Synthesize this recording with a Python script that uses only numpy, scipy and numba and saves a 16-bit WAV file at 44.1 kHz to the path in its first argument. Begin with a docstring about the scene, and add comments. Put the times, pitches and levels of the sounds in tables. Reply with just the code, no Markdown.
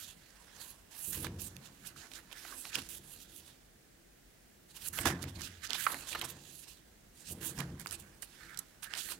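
"""Glossy pages of a thick book are lifted, slid and turned by hand on a table in a quiet room.
Sliding friction of skin and sheets radiates noise in strokes, and the stiff paper snaps as it buckles.
A leaning hand and soft blows drive the modes of the table top, which booms over faint rumble and hiss.
The right port of a two-port microphone faces the book; the left one is shaded in the treble."""
import sys
import numpy as np
from scipy import signal
from scipy.fft import rfft, irfft, next_fast_len
from scipy.io import wavfile
from scipy.ndimage import uniform_filter1d
from numba import njit

SR = 44100
rng = np.random.default_rng(int(sys.argv[2]) if len(sys.argv) > 2 else 0)


def generate_wav(signal):
    """Clip the signal to [-1, 1] and save it as 16-bit WAV at the path in sys.argv[1]."""
    frames = np.transpose(np.atleast_2d(signal))
    scaled = np.clip(frames, -1, 1) * 32767
    pcm = np.round(scaled).astype(np.int16)
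    wavfile.write(sys.argv[1], SR, pcm)


N = 405279

# Levels are relative: each source applies its own gain. Coherence is clipped to 0..1 in use.
# background spectral density: f/Hz, level/dB
AIR_SPECTRUM = [(15, -20), (28, -10.5), (50, 5), (68, -11.5), (100, -8.5), (200, -7.5), (400, -13.5),
                (750, -18), (1000, -25), (1700, -20.5), (3500, -25.5), (8000, -25.5), (13000, -29.5),
                (16500, -25.5)]
# likeness of the background at the two ports: f/Hz, coherence
AIR_COHERENCE = [(60, 1), (130, 0.78), (290, 0.3), (640, -0.81), (1410, -2.2), (3100, -0.09), (6820, -0.02),
                 (15000, -0.03)]
# background balance: f/Hz, left minus right/dB
AIR_BALANCE = [(60, 1.5), (110, -4), (200, 0.0), (380, 0.5), (700, -4), (1290, -2.5), (2380, -4),
               (4400, -3.5), (8120, 0), (15000, -4)]
# resonances of the table top, the lowest row a faint wavering hum: f/Hz, bandwidth/Hz, level/dB
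TABLE_MODES = [(58.4, 24, -7), (85, 22.6, 12), (137.5, 15, 1), (171.3, 18, 0), (199.8, 31, -4),
               (268.2, 19.5, 0.5), (330.5, 23.4, 2), (454, 62, -3.5), (548, 170, -13)]
# weight shifting on the table, in spans: t/s, level/dB, deep modes/dB, upper modes/dB
LEANING = [
    [(0.0, -68, 5, -7), (0.21, -71, -5, -7), (0.356, -77, 0, -3), (0.72, -74, 0, -2), (0.81, -87, 16, 6),
     (0.95, -87, 1, 4), (1.058, -66, -2, -21), (1.07, -61, -2, -9)],
    [(1.08, -59, 0, -3), (1.16, -52, 1, -13), (1.176, -50.5, 2, -0.5), (1.3, -48.5, 1, -0.5)],
    [(1.3, -47, -0.5, -5), (1.444, -52, 2, -6), (1.752, -61.5, -11, -11.5), (1.98, -65, 1, -3.5),
     (2.052, -74.5, 0, 4), (2.162, -67, -3, 0), (2.2, -72, -5.5, 4)],
    [(2.2, -69, 3, 0), (2.362, -73.5, -19, 4), (2.514, -73, 3, 9), (2.674, -75, -3, 9), (2.71, -66, -9, -6),
     (2.784, -54.5, -3, -3), (2.866, -63, -2, 1), (3.576, -71.5, -5, -3), (3.6, -77, 1, 0)],
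    [(4.65, -72, -10, -9), (4.922, -64.5, 5, -3), (5.046, -46, -8, -5), (5.064, -42.5, 1, 9.5),
     (5.1, -47, 1, -2)],
    [(5.1, -38, -8, -6), (5.178, -47, -4, -1.5), (5.356, -51, 4.5, -8.5), (5.43, -50, -2.5, -8),
     (5.624, -67, 7, -2), (5.7, -63, 1, -3)],
    [(5.7, -62, -4, 7), (5.846, -60, -4, -11), (5.932, -58.5, -8, 6), (6.082, -70, 0.5, -1),
     (6.254, -55, 0, 2.5), (6.268, -56, -5, -1.5), (6.722, -73.5, -1, -4), (6.8, -78, 1, 6)],
    [(7.15, -80, 3, -4), (7.202, -78, 4, 6), (7.296, -55, -2, -19), (7.3, -53, -2, -17)],
    [(7.31, -49.5, -4, 1), (7.368, -49.5, -2, -4.5), (7.424, -57, 2, 5.5), (7.5, -50.5, -7, 1)],
    [(7.5, -52, -11, -5), (7.526, -51.5, -7, 0), (7.574, -48, -7, -10), (7.58, -48, -8, -5)],
    [(7.585, -45.5, -11, -2), (7.739, -50.5, 2.5, -5.5), (7.799, -50.5, -6, -11.5), (7.881, -61.5, 1, 3),
     (8.023, -60.5, 0.5, -5), (8.3, -78, -7, 6)],
    [(8.3, -73, -1, 3), (8.604, -66, -12, -7), (8.622, -68, -9, -2.5), (8.688, -80, 4, 5),
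     (8.746, -76, -4, -4), (9.066, -64.5, -3, 2.5), (9.19, -64, -12, -1)],
]
# the hand lands or a stack of pages drops: t/s, peak level/dB, upper modes/dB
BLOWS = [(1.084, -45, 4), (1.171, -38, 1), (1.249, -37, 0), (2.739, -48, 1), (4.995, -34, -5),
         (5.055, -34, -9), (5.932, -45.5, 1), (6.238, -41, 1), (7.315, -37, -3), (7.409, -40, -3),
         (7.583, -34, -4)]
# shading of the left port: f/Hz, factor on the left-right level difference
SHADING = [(300, 0), (700, .25), (1300, 0.58), (2400, 1.2), (4400, 0.8), (8100, 1.2), (15000, 1.2)]
# likeness of the paper sound at the two ports: f/Hz, coherence
PAPER_COHERENCE = [(300, .95), (700, .9), (1400, 0.6), (3000, 0.7), (7000, 0.3), (15000, 0.3)]
# a sheet buckles: t/s, peak level/dB, f/Hz, bandwidth over f, tick/dB, time scale/ms,
# left minus right before shading/dB
BUCKLES = [(1.128, -31.5, 8960, 0.88, -14, 10, -14), (1.2452, -25.5, 1180, 0.53, 1, 1.8, -16),
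           (1.2672, -29, 1680, 1, -3, 3, -16), (1.566, -33.5, 3520, 0.59, -0.5, 1.5, -18),
           (1.9616, -42, 1400, 0.41, -6, 2.0, -11), (2.1153, -38, 2670, 0.47, -5, 5.4, -12),
           (2.1358, -36, 3970, 0.89, -8, 2, -15), (2.314, -39, 2990, 0.49, -6, 2.5, -15),
           (2.321, -40, 2890, 0.38, 6, 2.0, -16), (2.3267, -33.5, 2990, 0.25, 0.5, 4, -22),
           (2.4488, -37, 990, 0.77, -5, 4.7, -9), (2.521, -36.5, 1360, 0.32, -5, 14, -14),
           (2.6525, -30.5, 2500, 0.41, -13, 2.0, -9), (2.7297, -33.5, 2900, 0.24, -8, 4.2, -13),
           (2.7533, -19.5, 2820, 0.28, -0.5, 4.6, -10), (2.7849, -30.5, 3040, 0.35, 1, 8.6, -12),
           (2.8887, -35, 8980, 0.69, -10, 2.5, -13), (4.8833, -28, 9300, 0.4, -12, 5.3, -14),
           (4.9743, -37, 7280, 0.72, -4, 10, -13), (4.9797, -30, 2920, 0.24, -1, 4.5, -11),
           (4.9875, -19.5, 1620, 0.75, -8, 2.8, -12), (5.0557, -13, 900, 0.51, 0, 1.8, -18),
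           (5.0611, -24, 720, 0.13, -2, 3.6, -12), (5.0705, -20, 1030, 0.53, -4, 3.8, -20),
           (5.2224, -33, 8870, 0.52, -15, 1.3, -16), (5.2282, -25, 9100, 0.89, -13, 0.95, -18),
           (5.239, -30, 1550, 0.96, 0, 3.1, -13), (5.4085, -30, 1710, 0.2, 2, 2.2, -16),
           (5.4167, -29.5, 5900, 0.45, -9, 3.7, -20), (5.6672, -33, 5300, 0.45, -11, 1.5, -15),
           (5.6727, -31, 5120, 0.45, -12, 2.5, -16), (5.695, -36, 5190, 0.61, -10, 2.5, -15),
           (5.7052, -16, 3810, 0.64, -12, 1.6, -21), (5.7324, -15, 3750, 0.63, -13, 1.5, -16),
           (5.7433, -29, 3140, 0.28, -3, 8.5, -19), (5.8656, -16, 1330, 0.32, -28, 5.8, -16),
           (5.8842, -35, 1330, 0.16, -15, 6.0, -10), (5.899, -35, 1030, 0.65, -7, 15, -12),
           (5.9241, -27.5, 1330, 0.28, 0, 8.1, -11), (5.9431, -26, 1770, 0.5, -1, 3, -11),
           (6.1276, -29.5, 2600, 0.28, 0, 7.0, -13), (6.1486, -24, 1290, 1, -9, 11, -7),
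           (6.194, -31, 8900, 0.25, -21, 3.6, -14), (6.2134, -23, 3100, 0.28, -5, 2.2, -11),
           (6.2193, -31.5, 2000, 0.51, -8, 5.4, -4), (6.2386, -33, 2990, 0.57, -6, 3.0, -10),
           (6.2406, -32.5, 1660, 0.5, 5, 10.0, -7), (7.4293, -40, 8450, 0.67, -10, 8.5, -13),
           (7.578, -34, 1700, 0.24, -4, 4.3, -11), (7.5857, -30, 6180, 0.79, -3, 11, -18),
           (7.6023, -27.5, 2880, 0.59, 4, 5.4, -14), (7.7967, -33, 8980, 0.97, -2, 4.4, -19),
           (7.8073, -38, 8980, 0.93, -12, 1.8, -18), (7.8143, -35, 8980, 0.91, -15, 1.7, -15),
           (7.8602, -24.5, 1530, 0.68, -5, 1.2, -12), (7.8707, -29.5, 4630, 0.32, 2, 1.4, -16),
           (7.8757, -38, 8460, 0.82, -17, 3.1, -16), (7.8896, -40, 5120, 0.41, 1, 3.0, -14),
           (7.8976, -40, 4760, 0.45, 2, 2.5, -14), (7.91, -23.5, 4740, 0.2, 9, 1.5, -23),
           (7.919, -31, 8950, 0.61, -18, 3.4, -22), (7.9256, -29.5, 9300, 0.17, -16, 3.6, -24),
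           (8.2217, -31, 8660, 1, -10, 4.5, -12), (8.5451, -37, 3880, 0.46, 6, 2.0, -14),
           (8.5734, -29, 6150, 0.62, 3, 2.5, -10), (8.589, -22.5, 9600, 0.69, -24, 6, -17),
           (8.8235, -39, 7840, 0.4, -14, 3.1, -10), (8.831, -37, 8500, 0.34, -17, 5.1, -15),
           (8.841, -39, 3170, 0.38, -5.5, 10.5, -19.5), (8.937, -22, 2920, 0.74, -16, 1.7, -16),
           (8.9503, -30, 3640, 0.51, -5, 3.8, -19), (9.0877, -31.5, 1580, 0.75, -6, 3.1, -13)]
# where on the book the hand works: t/s, left minus right before shading/dB
HAND_BALANCE = [(0, -12.5), (.7, -14), (1.1, -15.5), (1.5, -21), (2, -17), (2.5, -14), (2.8, -12),
                (3.5, -13), (4.7, -9), (5, -17), (5.5, -20), (5.85, -19), (6.1, -12), (6.7, -16),
                (7.25, -11), (7.5, -21), (8, -23), (8.5, -13), (9.19, -20)]
# spectral density of paper friction: f/Hz, level/dB
FRICTION_SPECTRUM = [(350, -35), (600, -34.5), (1000, -30), (1300, -33.5), (1650, -28.5), (2300, -36.5),
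                     (2900, -36), (4300, -36.5), (5300, -39), (7000, -37.5), (11500, -38.5), (14000, -44),
                     (16500, -48)]
# paper and skin sliding: t/s, level/dB, treble sheen/dB, hollow under the sheet/dB, sheet flex/dB
STROKES = [(0.0, -56.5, 5, -6, -15), (0.047, -50, -5, -12, -20), (0.06, -54.5, -8, -12, -16),
           (0.112, -53.5, -2, -12, -16), (0.147, -69.5, -1, -3.5, -8), (0.487, -66, -3.5, 0.5, -0.5),
           (0.576, -61.5, -1.5, 0.5, -3), (0.617, -55, 3.5, -5, -4), (0.705, -63, 11, -4, -8),
           (0.732, -68, 2, -4, 1), (0.901, -76, -2, 0, -3), (0.911, -61, 1, -5.5, -5),
           (1.027, -56.5, 14.5, -7, -8), (1.103, -57.5, 20, -11, -17), (1.132, -50.5, 9.5, -2.5, -11),
           (1.197, -53.5, 5.5, -11, -7), (1.228, -56, 11, -5, -7), (1.25, -44, -7, -6, -1),
           (1.268, -56, -4, -4, 1), (1.299, -68.5, -5, -1, 5), (1.381, -69, -1, 1, -2),
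           (1.398, -47, -3, -11, -15), (1.411, -54, 8.5, -15, -13), (1.473, -56, 7, -11, -13),
           (1.506, -67, -2, -4, -5.5), (1.618, -71, 0, 1, 7), (1.664, -59, 1, -5, -9),
           (1.687, -67, -5, -6, 0), (1.826, -69, 1, -1, -6), (1.845, -62, -2, 4, -8),
           (1.872, -48, 4.5, -17, -16), (1.911, -65.5, -4, 3, -9), (1.955, -71, -2, -3, -5),
           (1.97, -54, -5, -6, -16), (1.988, -54.5, -6, -3.5, -15), (2.053, -57, -7, 0.5, -4),
           (2.094, -68, -2, -4, -7), (2.122, -58, -6, -14, -2), (2.141, -56, -5, -8, -9),
           (2.157, -52, -2, -5, -14), (2.185, -58, 1, 2, -10), (2.22, -68, -5, -1, -2),
           (2.293, -69, -4, 3, 1), (2.326, -57, -11, -5, -0.5), (2.347, -60.5, -5, 1, -9),
           (2.385, -52.5, -4.5, -3.5, -13), (2.432, -56.5, -3, -2, -11), (2.499, -53, 1, -2, -6),
           (2.543, -57, 1, -1, 1), (2.611, -58, 10, -13, -16), (2.66, -55.5, -2, -4, -4),
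           (2.693, -48, -4, -14, -16), (2.713, -58.5, -1, 1, -8), (2.754, -37, -11, -11, -17),
           (2.769, -51.5, -1, 2, 4), (2.79, -46.5, -2, -1, -1), (2.806, -53.5, -6, -8, -13),
           (2.872, -57.5, -4, -8, -12), (2.882, -66, -4, -1, -4.5), (2.896, -52.5, 5.5, -10, -15),
           (2.939, -55, 9, -10, -18), (2.975, -57, 9, -9, -17), (3.003, -69.5, 0, -4, -10),
           (3.127, -58.5, 7, -10, -9), (3.183, -64, 2, -10, -10), (3.225, -56, 2.5, -19, -24),
           (3.266, -69.5, -4, -2.5, -11), (3.38, -58.5, 8.5, -16, -22), (3.427, -65.5, -4, -9, -7),
           (3.478, -60, -0.5, -9.5, -6.5), (3.592, -78, -3, -1, -7), (4.669, -83.5, 6, 3, -5),
           (4.707, -62, -1, -14, -11), (4.74, -71, 0, -7, -5), (4.767, -50, 1, -12, -14),
           (4.793, -63, 1, -3, -8), (4.822, -53.5, 0.5, -8, -13), (4.869, -50, 8, -6, -17),
           (4.885, -52, 18.5, -12, -13), (4.896, -67, 4, -10, -8), (4.904, -64, 4, -8, -8),
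           (4.923, -70, 1, -4, -4), (4.933, -52, 10, 1, -5), (4.941, -47, -1, 1, -7),
           (4.964, -54, 8, -3, -12), (4.988, -47, 1, -1, 5), (5.009, -47, 8, 1, -4),
           (5.045, -53, -3, -1, -3), (5.06, -36.5, -6.5, -1.5, 2), (5.073, -33.5, -4, -3, 0),
           (5.125, -52, -3, 6, 6), (5.149, -59.5, -8, 4, 7), (5.207, -65, -5, 6, 10.5),
           (5.228, -48, -5, -8, -8), (5.261, -65.5, -13, 4, 6), (5.29, -53, -1, -7, -3),
           (5.315, -68, -3, 0, 3), (5.342, -70, -1, 3, 5), (5.358, -53.5, -4, -14, -9),
           (5.379, -64.5, 4, 6, 6), (5.415, -49, -6, -5, -11), (5.447, -43, -6, -16, -21),
           (5.473, -48, -6.5, -2, -20), (5.504, -60, -6, -1.5, -15), (5.605, -64.5, -10, -1.5, -11),
           (5.646, -43, 0, 0, -23), (5.657, -44.5, -4, -5, -22), (5.683, -63, -11.5, -1, -9),
           (5.708, -43.5, -11, -4, 0.5), (5.723, -48, -16, 2, -4), (5.751, -39, -9, -5.5, -8.5),
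           (5.772, -41.5, -7, -10, -20), (5.787, -47, 3.5, 2, -10), (5.842, -46.5, 6, -4.5, -16),
           (5.873, -54, 3, 8, 1), (5.925, -45.5, 3, -7, -4), (5.939, -53.5, -3, 5, 10.5),
           (5.998, -56.5, 6, -3, -5), (6.033, -55, -7, -3, -1), (6.062, -58, -3, -1, -5),
           (6.079, -49, -2.5, -3, -6), (6.104, -50.5, -1, -11, -15), (6.128, -44, -6, -11, -7),
           (6.163, -56.5, -8, 2, 2), (6.194, -47.5, -2, -6, -7), (6.207, -59, -11, 4, -7),
           (6.22, -48, 5, 2, -2), (6.232, -55.5, -18.5, 4, 14), (6.248, -46.5, 2, -11, -3),
           (6.272, -55.5, -2, 0, -6), (6.306, -54, 7.5, -7, -7), (6.342, -62, -7, -4, -2),
           (6.582, -58.5, 3, -19, -20), (6.638, -56, -4, -12, -23), (6.665, -66, -6, -4, -3),
           (6.679, -56, -3, -9, -7), (6.69, -55, 1, -17, -19), (6.805, -74.5, -2, 0, -5),
           (7.104, -82, 0, -1, -5), (7.204, -61, 4, -10, -15), (7.242, -66, -2, -3, -7),
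           (7.263, -51, -5, -16, -21), (7.279, -48, -5.5, -14, -22), (7.326, -55.5, 14.5, -14, -12),
           (7.347, -67, 3, -6, -6), (7.402, -67, -1, 1, -2), (7.411, -56, 0, -8, -3),
           (7.432, -51, 5, 0.5, -5), (7.466, -50.5, 12, -11, -8), (7.506, -54, 3.5, -8, -8),
           (7.543, -62.5, 1, 3, -3.5), (7.565, -58, 3, -8, -7), (7.602, -47, -10, 5.5, 8.5),
           (7.655, -63, -7, 1, -2), (7.786, -73, -3, 3, 5), (7.805, -59, -2, 6, -3),
           (7.839, -66.5, 0, -7, -2), (7.876, -58, -2, -4, -2), (7.905, -63, 1, -4, 2),
           (7.923, -52, -1, 0, -5), (7.932, -50, 2, -7, -3), (7.953, -46, -2, -17, -12),
           (7.974, -70, -7, -1, -3), (8.001, -55, 7, -15, -6), (8.032, -72, 1, 8, 1),
           (8.214, -73, 1, -3, 1), (8.229, -49.5, 0, -1, -8), (8.243, -59.5, 8, -14, -11),
           (8.262, -65.5, -4, -8, -5), (8.444, -61.5, -5, 5.5, -8), (8.514, -64.5, -3, 7, -9),
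           (8.597, -64.5, -14, 4, 1), (8.651, -69.5, -2, -1, -6), (8.82, -75, -4, 2, 1),
           (8.83, -46.5, -6, -2, -13), (8.843, -51, 7, -1, -6), (8.859, -51.5, -8, 4.5, -7),
           (8.882, -68, -3, 8, -6), (8.915, -54.5, -15, 5, -8), (8.956, -48, -11, -2, -10),
           (8.972, -46.5, 0, -6, -6), (8.993, -42.5, -3, -10.5, -19), (9.071, -54.5, 6.5, -3.5, -25),
           (9.121, -46, 4, -6.5, -5), (9.189, -77, 0, 2, -7)]


def undb(db):
    """Amplitude ratio of a level in decibels."""
    return 10 ** (np.asarray(db) / 20)


def unit(x):
    """Normalisation to rms 1."""
    return x / np.sqrt(np.mean(x ** 2))


def at_hz(points, hz):
    """Interpolation of (f/Hz, value) points on a logarithmic frequency axis."""
    f, values = np.transpose(points)
    return np.interp(np.log(hz), np.log(f), values)


def curves(spans):
    """Linear interpolation of each column of the joined spans at every sample."""
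    times, *columns = np.concatenate(spans).T
    return [np.interp(np.arange(N) / SR, times, column) for column in columns]


@njit
def resonator(x, hz, width_hz):
    """Second-order resonance: a state-variable band-pass with gain 1 at the centre."""
    y, band_state, low_state = np.empty(len(x)), 0., 0.
    g, damping = np.tan(np.pi * hz / SR), width_hz / hz
    for i in range(len(x)):
        band = (band_state + g * (x[i] - low_state)) / (1 + g * (g + damping))
        band_state = 2 * band - band_state
        low_state += 2 * g * band
        y[i] = damping * band
    return y


def waver(rate_hz):
    """Random modulation: held values, smoothed twice, with a spread near 1."""
    hold = int(SR / rate_hz)
    steps = np.repeat(rng.standard_normal(N // hold + 1), hold)
    return 1.3 * uniform_filter1d(uniform_filter1d(steps, hold), hold)[:N]


def ports(near, other, coherence, balance_db):
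    """Partial coherence: the right port hears one signal, the left a blend of it and a second path."""
    coherence, gain = np.clip(coherence, 0, 1), undb(balance_db)
    left = gain * (coherence * near + np.sqrt(1 - coherence ** 2) * other)
    return np.array([left, near]) * 2 / np.sqrt(1 + gain ** 2 + 2 * coherence * gain)


def background(level_db=-64):
    """Nearly stationary noise: rumble of the house and hiss of the microphone."""
    hz = np.maximum(np.arange(N // 2 + 1) * SR / N, 1)
    near, other = rfft(rng.standard_normal((2, N))) * undb(at_hz(AIR_SPECTRUM, hz))
    pair = irfft(ports(near, other, at_hz(AIR_COHERENCE, hz), at_hz(AIR_BALANCE, hz)), N)
    return pair / np.std(pair.mean(axis=0)) * undb(level_db + .5 * waver(2.92))


def reverberation(direct, t60_s=0.2, level_db=-22):
    """A diffuse field decays exponentially, duller than the direct sound and different at each port."""
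    t = np.arange(SR // 2) / SR
    tail = rng.standard_normal((2, len(t))) * np.exp(-np.log(1000) * t / t60_s) * (t > .004)
    tail = np.array([resonator(side, 1000., 4300.) for side in tail])
    tail /= np.sqrt(np.sum(tail ** 2) / 2)
    return undb(level_db) * signal.fftconvolve(direct[None], tail)[:, :N]


def modal_response(force):
    """Modal superposition: the deep, middle and upper modes of the table top, each group at rms 1."""
    groups = np.zeros((3, len(force)))
    for hz, width_hz, db in TABLE_MODES:
        mode = resonator(force, float(hz), float(width_hz))
        mode = resonator(mode, float(hz), 4. * width_hz)  # steeper skirts
        groups[int(hz > 110) + int(hz > 220)] += undb(db) * unit(mode)
    return [unit(group) for group in groups]


def table_boom(contact_ms=2.4, blow_gain_db=-4):
    """Forced vibration under shifting weight and free decay after soft blows, alike at both ports."""
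    level_db, deep_db, upper_db = curves(LEANING)
    deep, middle, upper = modal_response(rng.standard_normal(N) * undb(1.7 * waver(30)))
    out = undb(level_db) * (undb(deep_db) * deep + middle + undb(upper_db) * upper)
    ms = np.arange(SR // 5) * 1000 / SR
    deep, middle, upper = modal_response(ms / contact_ms * np.exp(-ms / contact_ms))
    for onset_s, db, upper_db in BLOWS:
        blow = deep + middle + undb(upper_db) * upper
        out[int(onset_s * SR):][:len(ms)] += undb(db + blow_gain_db) * blow / np.abs(blow).max()
    return out


def paper_snaps(rise=0.26, fall=0.52, gain_db=-2.5, tick_gain_db=-3, shade_gain=1.2):
    """Buckling releases a burst that rings at the resonance of the patch, with a bright tick on top."""
    ms = np.arange(4096) * 1000 / SR
    out = np.zeros((2, N + len(ms)))
    for onset_s, db, hz, spread, tick_db, scale_ms, balance_db in BUCKLES:
        envelope = (1 - np.exp(-ms / (rise * scale_ms))) * np.exp(-ms / (fall * scale_ms))
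        bursts = rng.standard_normal((2, len(ms))) * envelope
        hz = float(hz)
        ring = [resonator(burst, hz, spread * hz) for burst in bursts]
        ring = unit(np.array([resonator(path, hz, 4.6 * spread * hz) for path in ring]))
        tick = unit(np.array([resonator(burst, 7900., 13000.) for burst in bursts]))
        tick *= undb(tick_db + tick_gain_db)
        pair = 0
        for paths, f in ((ring, hz), (tick, 9500)):
            shaded_db = shade_gain * at_hz(SHADING, f) * balance_db
            pair = pair + ports(*paths, at_hz(PAPER_COHERENCE, f) + 0.083, shaded_db)
        start = int(onset_s * SR)
        out[:, start:start + len(ms)] += undb(db + gain_db) * pair / np.abs(pair.mean(axis=0)).max()
    return out[:, :N]


def page_friction(gain_db=-0.79):
    """Stick-slip friction: countless uneven slips; the catch of the contact and of each band wavers."""
    level_db, sheen_db, hollow_db, flex_db = curves([STROKES])
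    balance_db, = curves([HAND_BALANCE])
    grit = undb(2.0 * rng.exponential(size=N) + 0.55 * waver(60) + 1.5 * waver(250))
    slips = rng.standard_normal((2, N)) * unit(grit)
    size = next_fast_len(N)
    f = np.maximum(np.arange(size // 2 + 1) * SR / size, 1)
    spectra = rfft(slips, size) * undb(at_hz(FRICTION_SPECTRUM, f)) * np.sqrt(SR / 2)
    out = 0
    for hz in 425 * 2 ** np.arange(0, 5.5, 1 / 3):  # overlapping third-octave bands
        window = np.cos(np.pi * np.clip(1.5 * np.log2(f / hz), -.5, .5)) ** 2
        near, other = irfft(spectra * window, size)[:, :N]
        body_db = flex_db if hz < 1200 else hollow_db if hz < 2400 else 0
        sheen_weight = at_hz([(5500, 0), (10500, 1.06), (14000, 1.05)], hz)
        catch_db = 2.15 * waver(35) + 0.71 * waver(10)
        gain = undb(level_db + body_db + sheen_weight * sheen_db + catch_db + gain_db)
        out = out + gain * ports(near, other, at_hz(PAPER_COHERENCE, hz), at_hz(SHADING, hz) * balance_db)
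    return out


def scene():
    """Linear superposition of the pages, their reverberation, the table and the background."""
    pages = page_friction() + paper_snaps()
    return pages + reverberation(pages[1]) + table_boom() + background()


def record(dry, cutoff_hz=15800):
    """Band limiting: a steep elliptic low-pass removes the highest treble."""
    return signal.sosfilt(signal.ellip(10, .2, 70, cutoff_hz, fs=SR, output="sos"), dry)


dry = scene()
out = record(dry)
generate_wav(out)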